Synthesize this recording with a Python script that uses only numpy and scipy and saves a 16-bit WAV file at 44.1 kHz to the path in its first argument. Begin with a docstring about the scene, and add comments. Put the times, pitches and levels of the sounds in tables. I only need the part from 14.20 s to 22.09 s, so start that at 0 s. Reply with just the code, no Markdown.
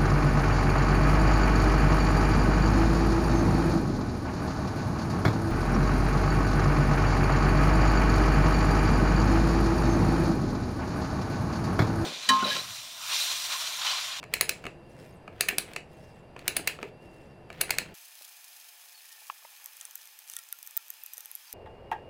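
"""Sharp ratchet clicks, three to a return swing, over workshop rumble and a thin whine: a hand threader
cuts a steel pipe. The pawl drops over the teeth, the handle knocks as it takes up the load, the dies shave.
Then the work races by in fast-forward: the rumble turns to hiss, the strokes to a flutter, and tools clink
and tick as they are gathered. At normal speed again, a pipe is set down."""
import sys
import numpy as np
from scipy import signal
from scipy.fft import rfft, irfft, next_fast_len
from scipy.io import wavfile

SR = 44100
rng = np.random.default_rng(int(sys.argv[2]) if len(sys.argv) > 2 else 0)


def wrap_up_sound(samples):
    """Save the sound to the file named by the first command line argument, as 16-bit audio."""
    columns = np.atleast_2d(samples).T
    # keep every value between -1 and 1, then stretch to whole-number steps
    tamed = np.clip(columns, -1, 1)
    steps = np.round(tamed * 32767).astype(np.int16)
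    wavfile.write(sys.argv[1], SR, steps)


N = 347949
TIME = np.arange(N) / SR
FAST_FROM_S, FAST_TO_S = 3.741, 7.338


def amp(db):
    """Decibels to gain."""
    return 10 ** (np.asarray(db) / 20)


def add(track, start_s, sound):
    """Mix a sound in at start_s."""
    i = int(np.clip(start_s * SR, 0, N - 1))
    track[i:i + len(sound)] += sound[:N - i]


def colour(x, outline):
    """Filter by a (freq_hz, gain_db) outline; rms 1."""
    hz, db = np.transpose(outline)
    size = next_fast_len(len(x))
    freq_hz = np.maximum(np.fft.rfftfreq(size, 1 / SR), 1)
    gain = amp(np.interp(np.log(freq_hz), np.log(hz), db))
    shaped = irfft(rfft(x, size) * gain, size)[:len(x)]
    return shaped / np.sqrt(np.mean(shaped ** 2))


def drift(rate_hz):
    """Bounded random drift, spread near 1."""
    knots = rng.uniform(-2, 2, 8192)
    return np.interp(TIME * rate_hz, np.arange(len(knots)), knots)


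def burst(x, db, span_s):
    """Scale x to the energy of span_s of sound at level db."""
    return x / np.linalg.norm(x) * np.sqrt(span_s * SR) * amp(db)


def contact(chatter_ms, rattle):
    """A first impact, then the faces chatter briefly against each other."""
    t = np.arange(2048) / SR
    chatter = rng.standard_normal(len(t)) ** 3 * np.exp(-(1000 * t / chatter_ms) ** 2)
    push = rattle * chatter / np.linalg.norm(chatter)
    push[0] += 1
    return push


def ring(push, modes, db, detune=0.013, scatter_db=1.76):
    """Damped modes driven by a push; each blow lands differently and favours other modes."""
    t = np.arange(4096) / SR
    hz, width_hz, gain_db = np.transpose(modes)[:, :, None]
    chance = rng.standard_normal((len(modes), 2))
    detuned_hz = hz * (1 + detune * chance[:, :1])
    waves = np.exp(-np.pi * width_hz * t) * np.sin(2 * np.pi * detuned_hz * t)
    waves = signal.fftconvolve(waves, push[None], axes=1)[:, :len(t)]
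    waves /= np.linalg.norm(waves, axis=1, keepdims=True)
    polarity = (-1) ** np.arange(len(modes))[:, None]
    weights = polarity * amp(gain_db + scatter_db * chance[:, 1:])
    return burst(np.sum(weights * waves, axis=0), db, span_s=0.005)


def rubbing(strokes, outline, grain_db, uneven_db, sharpness):
    """Steel on steel: dense micro-slips that swell and fade with each stroke."""
    slips = rng.standard_normal(N) * amp(grain_db * drift(800))
    speed = np.zeros(N)
    for start_s, end_s, db in strokes:
        progress = np.clip((TIME - start_s) / (end_s - start_s), 0, 1)
        speed += amp(db) * np.abs(np.sin(np.pi * progress)) ** sharpness
    return colour(slips, outline) * speed * amp(uneven_db * drift(50))


def pings(start_s, end_s, low_hz, high_hz, width_hz, db, count):
    """Faint pings, thickest mid-span and mostly low in their range."""
    out = np.zeros(N)
    for a, b, pitch in rng.random((count, 3)):
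        hz = low_hz * (high_hz / low_hz) ** (pitch ** 2)
        ping = ring(contact(8.4, rattle=1.8), [(hz, width_hz, 0)], db)
        add(out, start_s + (end_s - start_s) * (a + b) / 2, ping)
    return out


def noise_bed(outline, modes, db, waver_db):
    """Steady noise with a few resonances; the level wavers a little."""
    freq_hz = np.fft.rfftfreq(N, 1 / SR)
    lift_db = sum(peak_db / (1 + (2 * (freq_hz - hz) / width_hz) ** 2) for hz, width_hz, peak_db in modes)
    noise = irfft(rfft(rng.standard_normal(N)) * amp(lift_db), N)
    return colour(noise, outline) * amp(db + waver_db * drift(9))


def tone(hz, db, wander, flicker_db):
    """A sine, unsteady in pitch and level."""
    phase = 2 * np.pi * np.cumsum(hz * (1 + wander * drift(70))) / SR
    return np.sqrt(2) * np.sin(phase) * amp(db + flicker_db * drift(3.8))


def highpass(x, order, cutoff_hz):
    """Butterworth bass cut."""
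    return signal.sosfilt(signal.butter(order, cutoff_hz, "high", fs=SR, output="sos"), x)


# rumble spectra before and after the fast-forward: freq_hz, gain_db
RUMBLE_EARLY = [(20, -6), (60, -0.5), (150, 1), (250, -5), (550, -5), (800, -9), (1200, -18.5), (2600, -25),
                (3600, -32), (5000, -36), (6500, -43), (11000, -41), (16000, -62.5)]
RUMBLE_LATE = [(20, -4), (90, 1), (160, -4.5), (270, -8.5), (420, -0.5), (580, -1.5), (850, -8),
               (1300, -21), (2700, -24.5), (3700, -37.5), (4800, -34), (6000, -45.5), (11000, -46.5),
               (16000, -57)]
# rumble resonances: freq_hz, width_hz, lift_db
RUMBLE_MODES = [(155.5, 11, 3.5), (343, 11, 6.5), (428, 17, 2), (507, 11, 3), (625, 13, 3.5),
                (1750, 60, 6.5)]


def rumble():
    """Low room noise, slightly louder after the fast-forward."""
    early = noise_bed(RUMBLE_EARLY, RUMBLE_MODES, db=-50, waver_db=-0.5)
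    late = noise_bed(RUMBLE_LATE, RUMBLE_MODES[:4], db=-48, waver_db=0.1)
    return np.where(TIME < FAST_FROM_S, early, late)


# whine before and after the fast-forward: pitch_hz, level_db
WHINE_TONES = [(2735, -69), (2810, -64.3)]


def whine():
    """A distant whine, with a weaker, higher companion before the fast-forward."""
    early, late = (tone(hz, db, wander=0.012, flicker_db=2.4) * amp(1.4 * drift(45))
                   for hz, db in WHINE_TONES)
    companion = tone(hz=4735, db=-80.5, wander=0.0073, flicker_db=1) * amp(2.8 * drift(40))
    return np.where(TIME < FAST_FROM_S, early + companion, late)


# hiss spectrum: freq_hz, gain_db
HISS_SPECTRUM = [(100, -37), (200, -25.5), (400, -14.5), (620, -6), (850, -1.5), (1300, -1.5), (2000, -2),
                 (2450, 4), (3400, 1.5), (6100, -1.5), (8400, -1.5), (11000, 0), (15700, 1), (16100, -21)]
# hiss resonances: freq_hz, width_hz, lift_db
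HISS_PEAKS = [(848, 48, 6.1), (1760, 180, 6.7), (2430, 210, 3), (3270, 100, 2.4), (5110, 91, 10),
              (6320, 300, 7), (11400, 370, 3)]
# hiss envelope: time_s, level_db
HISS_ENVELOPE = [(3.8, -54), (4.37, -54.5), (5.32, -55), (5.5, -54.5), (6.45, -55.5), (6.94, -55),
                 (7.19, -54.5), (7.3, -54)]


def hiss():
    """Sped-up rumble: bright noise with a fine crackle."""
    noise = noise_bed(HISS_SPECTRUM, HISS_PEAKS, db=0.26, waver_db=-0.5)
    level_db = np.interp(TIME, *np.transpose(HISS_ENVELOPE))
    crackle_db = drift(600)
    return noise * amp(level_db + crackle_db)


# workshop reverberation bands: freq_hz, decay_s, gain_db
REVERB_BANDS = [(298, 0.35, 1.5), (930, 0.2, -8), (2253, 0.26, -6), (4570, 0.24, -7.5), (7960, 0.28, -8.5),
                (11000, 0.19, -10.5), (15000, 0.16, -13.5)]


def reverb(x, build_s=0.00047, t60_per_decay=0.88):
    """Wall reflections build quickly; the bass lingers longest."""
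    t = np.arange(32768) / SR
    hz, decay_s, db = np.transpose(REVERB_BANDS)
    log_freq = np.log(np.maximum(np.fft.rfftfreq(len(t), 1 / SR), 1))
    noise = rfft(rng.standard_normal(len(t)))
    onset = 1 - np.exp(-(t / build_s) ** 2)
    response = np.zeros(len(t))
    for selector, t60_s, gain in zip(np.eye(len(hz)), decay_s * t60_per_decay, amp(db)):
        band = irfft(noise * np.interp(log_freq, np.log(hz), selector))
        envelope = onset * amp(-60 * t / t60_s)
        response += gain * band * envelope / np.linalg.norm(envelope)
    return signal.fftconvolve(x, response)[:N]


# fast-forward squeaks: start_s, end_s, from_hz, to_hz, level_db
SQUEAKS = [(4.82, 5.02, 1930, 1750, -67), (4.72, 4.805, 4600, 4210, -62), (6.31, 6.552, 11000, 15000, -61),
           (6.71, 7.003, 2840, 2370, -68), (6.869, 6.99, 4440, 5840, -65), (6.922, 7.0, 11600, 12400, -54),
           (6.934, 6.947, 5700, 5860, -49), (7.204, 7.312, 5500, 4360, -63),
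           (7.275, 7.336, 5270, 6640, -61.5)]


def squeaks(wander=0.014, scratch_db=5.5):
    """Thin, scratchy tones that slide up or down and break up."""
    out = np.zeros(N)
    wobble = 1 + wander * drift(900)
    for start_s, end_s, from_hz, to_hz, db in SQUEAKS:
        span = (TIME > start_s) & (TIME < end_s)
        progress = np.linspace(0, 1, span.sum())
        hz = (from_hz + (to_hz - from_hz) * progress) * wobble[span]
        envelope = amp(db) * np.sqrt(np.abs(np.sin(np.pi * progress)))
        add(out, start_s, envelope * np.sin(2 * np.pi * np.cumsum(hz) / SR))
    return out * amp(scratch_db * drift(110))


# spells of sped-up cranking: start_s, end_s, stroke_rate_hz, level_db
CRANKING_SPELLS = [(3.75, 4.04, 29.6, -47), (4.049, 4.51, 25.05, -48.5), (4.612, 4.74, 26.2, -49),
                   (4.786, 4.95, 28.5, -49), (5.001, 5.09, 26.3, -48), (5.117, 5.4, 15.8, -50.5)]
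# spectrum of sped-up strokes and scuffs: freq_hz, gain_db
FAST_SPECTRUM = [(200, -52), (700, -24.5), (2400, -7.5), (4000, 0.5), (6200, 0.5), (8500, -2.5), (10200, 2),
                 (12300, -1.5), (16000, -4)]


def flutter(width_s=0.0082, grain_db=5, trim_db=-4.5, uneven_db=2):
    """Each sped-up stroke is a puff of tiny clicks; the rate is steady within a spell."""
    grains = colour(rng.standard_normal(N) * amp(grain_db * drift(650)), FAST_SPECTRUM)
    t = np.arange(-1024, 1024) / SR
    puff = np.exp(-(t / width_s) ** 2 / 2)
    envelope = np.zeros(N)
    for start_s, end_s, rate_hz, db in CRANKING_SPELLS:
        for centre_s in np.arange(start_s, end_s, 1 / rate_hz):
            add(envelope, centre_s + t[0], puff * amp(db + trim_db))
    return grains * envelope * amp(uneven_db * drift(25))


# sped-up tool drags: start_s, end_s, level_db
TOOL_DRAGS = [(5.595, 5.635, -50.5), (5.805, 5.835, -51), (6.07, 6.22, -47)]


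def scuffs():
    """Tools scrape as they are dragged and gathered."""
    return rubbing(TOOL_DRAGS, FAST_SPECTRUM, grain_db=11, uneven_db=3, sharpness=0.38)


# low and middle tool resonances: freq_hz, width_hz, gain_db
TOOL_LOW_MODES = [(1385, 22, -3.5), (1864, 33, 0.5), (3580, 320, 4)]
TOOL_MID_MODES = [(6040, 450, 5), (7970, 1350, 4), (9930, 520, 4)]
# high tool resonances: freq_per_pitch, width_per_pitch, gain_db
TOOL_HIGH_RATIOS = [(.88, 0.18, -5), (1, 0.27, 0.5), (1.12, .09, -5.5)]


def strike_tools(blows, feed, crack_db=-6):
    """A toneless crack over three groups of resonances; a bright blow favours the high group."""
    out = np.zeros(N)
    for start_s, strength_db, bright_db, hz in blows:
        push = contact(chatter_ms=1.8, rattle=1.4)
        groups = TOOL_LOW_MODES, TOOL_MID_MODES, np.array(TOOL_HIGH_RATIOS) * [hz, hz, 1]
        for modes, (db, share) in zip(groups, feed):
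            add(out, start_s, ring(push, modes, strength_db + db + share * bright_db))
        crack = highpass(push, order=1, cutoff_hz=2500)
        add(out, start_s, burst(crack, strength_db - bright_db / 2 + crack_db, span_s=0.003))
    return out


# sped-up ticks and clinks: start_s, strength_db, bright_db, pitch_hz
DRY_TICKS = [(5.4588, -40.5, 2.5, 13100), (5.6524, -44, -7.5, 14500), (5.755, -37.5, 3.5, 13000),
             (6.0986, -41.5, -3.5, 12900), (6.4285, -43.5, 1, 14200), (6.474, -42, 2.5, 13800),
             (6.5679, -32, 7, 14900), (6.703, -38.5, 5, 13300), (6.8363, -44, 6.5, 12900),
             (6.8622, -45, 6, 12500), (6.935, -42, 4, 13000), (6.9798, -40.5, 1, 12100),
             (7.006, -44, 0, 13400), (7.0576, -45, 4.5, 12400), (7.1144, -46.5, 8, 11600),
             (7.1521, -45, 11.5, 12200), (7.328, -39.5, 3.5, 12600)]
TOOL_CLINKS = [(5.6114, -47.5, -7, 14200), (6.136, -47, -5, 13200), (6.166, -37.5, -3, 13700),
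               (6.1886, -44.5, -1, 14000), (6.326, -36.5, 4, 12800), (6.5745, -32.5, 9, 13900)]
# their coupling to the low, middle and high resonances: gain_db, bright_share
TICK_COUPLING = [(-15, -.8), (-1.5, -0.88), (-0.5, 1)]
CLINK_COUPLING = [(-5, -0.52), (0.5, -1), (0.5, 0.93)]


def ticks_and_clinks(from_s=5.45, to_s=7.2, rate_hz=13, patter_db=-51, spread_db=3.5, pitch_hz=13100):
    """Handling and steps tick over a fainter patter; steel tools knock together and ring."""
    chance = rng.uniform(-1, 1, (64, 3))
    patter = [(slot_s + jitter / rate_hz / 2, patter_db + spread_db * size, spread_db * tilt, pitch_hz)
              for slot_s, (jitter, size, tilt) in zip(np.arange(from_s, to_s, 1 / rate_hz), chance)]
    return strike_tools(DRY_TICKS + patter, TICK_COUPLING) + strike_tools(TOOL_CLINKS, CLINK_COUPLING)


# floor bumps, higher in fast-forward: start_s, level_db, pitch_hz
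FLOOR_BUMPS = [(.452, -39, 320), (1.328, -38, 323), (1.498, -54, 278), (2.395, -38, 300), (2.63, -35, 380),
               (4.011, -54, 750), (5.0993, -29.5, 1080), (5.2498, -44, 814), (6.98, -57, 600)]
# bump resonances: freq_per_pitch, width_per_pitch, gain_db
BUMP_RATIOS = [(0.801, 0.34, 3), (1.15, 0.34, 5), (1.6, 0.12, -7.5), (2.4, 0.44, -2.5), (3, 0.27, -27.5)]


def pipe_bumps():
    """The pipe bumps the floor: dull blows with hardly any ring."""
    out = np.zeros(N)
    for start_s, db, hz in FLOOR_BUMPS:
        modes = np.array(BUMP_RATIOS) * [hz, hz, 1]
        add(out, start_s, ring(contact(chatter_ms=5.8, rattle=0.62), modes, db))
    return out


# pipe landings: start_s, level_db, chatter_ms
PIPE_LANDINGS = [(7.459, -43, 14), (7.47, -53, 8.4), (7.7142, -22.5, 8.8), (7.7234, -28, 13.6)]
# pipe resonances: freq_hz, width_hz, gain_db
PIPE_MODES = [(454, 83, -14.5), (734, 49, -6), (875, 25, 4), (1050, 270, -2), (1292, 370, -5),
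              (1616, 30, -11.5), (1883, 97, -7), (2640, 620, -15), (3390, 430, -15.5), (5960, 14000, -25.5)]


def pipe_set_down():
    """A long pipe lands on concrete and rings briefly."""
    out = np.zeros(N)
    for start_s, db, chatter_ms in PIPE_LANDINGS:
        add(out, start_s, ring(contact(chatter_ms, rattle=5.7), PIPE_MODES, db, detune=0.0017))
    return out


# cutting strokes: start_s, end_s, level_db
CUT_STROKES = [(0.592, 1.015, -61), (1.602, 2.085, -63.5), (2.718, 3.203, -66.5)]
# shaving spectrum, with a low creak and a thin squeak: freq_hz, gain_db
CUT_SPECTRUM = [(900, -13.5), (1550, 5.5), (1830, 12.5), (2300, 7.5), (4600, -1), (5100, 4.5), (5600, -3.5),
                (7300, -3.5), (9500, -1.5), (12500, -9.5), (16000, -11)]


def cutting_dies():
    """The dies scrape under load while chips snap off with tiny pings."""
    chips = sum(pings(start_s, end_s, low_hz=5200, high_hz=13400, width_hz=120, db=db - 8, count=14)
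                for start_s, end_s, db in CUT_STROKES)
    scrape = rubbing(CUT_STROKES, CUT_SPECTRUM, grain_db=5, uneven_db=-2.5, sharpness=1.8)
    return chips + scrape * amp(-1.5)


# return swings: start_s, end_s, level_db
RETURN_SWINGS = [(.08, .52, -52.5), (1.12, 1.62, -50), (2.17, 2.70, -49.5), (3.29, 3.76, -49)]
# spectrum of the pawl on the teeth: freq_hz, gain_db
PAWL_RUB_SPECTRUM = [(200, -6.5), (450, 3.5), (1100, -2), (2400, -0.5), (3300, -5.5), (4400, -12.5),
                     (8000, -23.5), (16000, -24)]


def pawl_rub():
    """The pawl rides over the teeth through each return swing."""
    return rubbing(RETURN_SWINGS, PAWL_RUB_SPECTRUM, grain_db=5, uneven_db=3, sharpness=0.34) * amp(-5.5)


def pawl_climb(drops, db=-39, rise_s=0.0074, grain_db=4):
    """The pawl climbs each tooth with a growing scrape that ends as it drops."""
    envelope = sum(np.exp(-np.abs(TIME - drop_s) / rise_s) * (TIME < drop_s) for drop_s, *_ in drops)
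    slips = rng.standard_normal(N) * amp(grain_db * drift(700))
    return colour(slips, PAWL_RUB_SPECTRUM) * envelope * amp(db)


# resonances of the threader's parts: freq_hz, width_hz, gain_db
PIPE_HANDLE_MODES = [(450, 270, -6), (657, 170, -3.5), (1015, 410, -4), (1337, 320, -2)]
HOUSING_MODES = [(1760, 213, -4.5), (2255, 184, -2), (2610, 120, -3), (2847, 200, -6.5)]
DIE_HEAD_MODES = [(3686, 500, -4), (4140, 250, 0.5), (4936, 600, -2), (5500, 880, -3.5), (6710, 340, -6.5),
                  (7566, 260, -5), (8470, 460, -17.5)]
PAWL_MODES = [(9620, 200, 1.5), (10350, 180, -3)]
PAWL_TIP_MODES = [(11150, 730, -5.5), (12600, 700, -4.5), (14020, 540, -7.5), (14800, 260, 0.5)]


def strike_threader(blows, feed, rattle, crack_db=-5, die_head_db_per_ms=-1.26):
    """Each blow rings all five parts; a bright one favours the small parts."""
    out = np.zeros(N)
    parts = PIPE_HANDLE_MODES, HOUSING_MODES, DIE_HEAD_MODES, PAWL_MODES, PAWL_TIP_MODES
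    crack_band = signal.butter(1, [1200, 12000], "band", fs=SR, output="sos")
    for start_s, strength_db, bright_db, chatter_ms in blows:
        push = contact(chatter_ms, rattle)
        levels_db = [strength_db + db + share * bright_db for db, share in feed]
        levels_db[2] += die_head_db_per_ms * chatter_ms  # a clean snap rings the die head most
        for modes, db in zip(parts, levels_db):
            add(out, start_s, ring(push, modes, db))
        crack = signal.sosfilt(crack_band, push)  # radiated by the contact itself
        add(out, start_s, burst(crack, np.mean(levels_db[2:]) + crack_db, span_s=0.0027))
    return out


# pawl drops, three to a return swing: start_s, strength_db, bright_db, chatter_ms
PAWL_DROPS = [(0.1376, -25.5, -2, 2.5), (0.21, -21.5, 1.5, 2.6), (0.2925, -26, -0.5, 1.3),
              (1.2084, -23.5, 1, 1.6), (1.2853, -23.5, -3.5, 6), (1.383, -26, 3, 1.4),
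              (2.2793, -25, 0.5, 1.74), (2.3658, -25.5, 3, 4.2), (2.4738, -24.5, -2, 3.5),
              (3.4108, -23.5, 3, 4.5), (3.5058, -25, -1.5, 2.6), (3.5845, -27, -1.5, 1.16)]
# play in the handle as the swing turns: start_s, strength_db, bright_db
HANDLE_KNOCKS = [(0.0288, -40.5, -2.5), (0.0387, -42, 5), (0.4401, -40, -1), (0.4534, -37, 0),
                 (0.4657, -33, 2), (1.0777, -42, -6.5), (1.5341, -44, 13.5), (1.5621, -27.5, 5.5),
                 (2.1639, -42.5, -6), (2.1916, -44, 9), (2.5887, -44.5, -9), (2.6284, -32.5, 1),
                 (3.3021, -40, -2), (3.3276, -48.5, 11), (3.4934, -34, 1.5)]
# their coupling to pipe and handle, housing, die head, pawl, tip: gain_db, bright_share
DROP_COUPLING = [(-9, 0.16), (1, -1), (3, 0), (-3, 1.6), (-2.5, 0.48)]
KNOCK_COUPLING = [(-1, -0.9), (0.5, 0), (-8, .7), (-22.5, 1), (-21.5, 1)]


def ratchet(settle_s=0.027, settle_spread_s=0.005, settle_db=-16, knock_chatter_ms=2.4):
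    """The pawl snaps down, the loose head settles after each drop, and the handle knocks more dully."""
    settles = [(drop_s + settle_s + settle_spread_s * rng.standard_normal(), db + settle_db, 0)
               for drop_s, db, *_ in PAWL_DROPS]
    soft_blows = [(*blow, knock_chatter_ms) for blow in HANDLE_KNOCKS + settles]
    knocks = strike_threader(soft_blows, KNOCK_COUPLING, rattle=1.64)
    knocks = signal.sosfilt(signal.butter(2, 13500, fs=SR, output="sos"), knocks)
    snaps = strike_threader(PAWL_DROPS, DROP_COUPLING, rattle=3.2)
    return snaps + knocks * amp(-2.5)


def normal_speed():
    """Threading and pipe handling in the reverberant workshop."""
    work = pawl_climb(PAWL_DROPS) + pipe_bumps() + pipe_set_down() + cutting_dies() + pawl_rub()
    # the tool radiates another mix of modes in each direction, so the walls return a smoother blend
    reflections = (reverb(ratchet() + work) + reverb(ratchet() + work)) / np.sqrt(2)
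    return rumble() + whine() + reflections + work + ratchet()


def fast_forward(hum_end_s=4.8):
    """Sped-up work: hiss, a brief hum, squeaks, fluttering strokes, scuffs, pops and clatter."""
    hum = tone(hz=712, db=-76, wander=0.006, flicker_db=1.2) * (TIME < hum_end_s)
    faint_pings = pings(4.5, 6.0, low_hz=760, high_hz=3460, width_hz=160, db=-59, count=30)
    # speeding up lifts the bass limit too
    pops = highpass(pipe_bumps(), order=1, cutoff_hz=450)
    clatter = highpass(ticks_and_clinks() + faint_pings, order=2, cutoff_hz=800)
    return hiss() + hum + squeaks() + flutter() + scuffs() + pops + clatter


def scene():
    """Normal speed, a cut to fast-forward, and a cut back; mono."""
    fast = (TIME > FAST_FROM_S) & (TIME < FAST_TO_S)
    normal = normal_speed()
    return np.where(fast, fast_forward(), normal)[None]


def record(dry):
    """Steep cut of the highest treble."""
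    cutoff_hz = 15900
    return signal.sosfilt(signal.ellip(8, 0.2, 70, cutoff_hz, fs=SR, output="sos"), dry)


dry = scene()
out = record(dry)
wrap_up_sound(out)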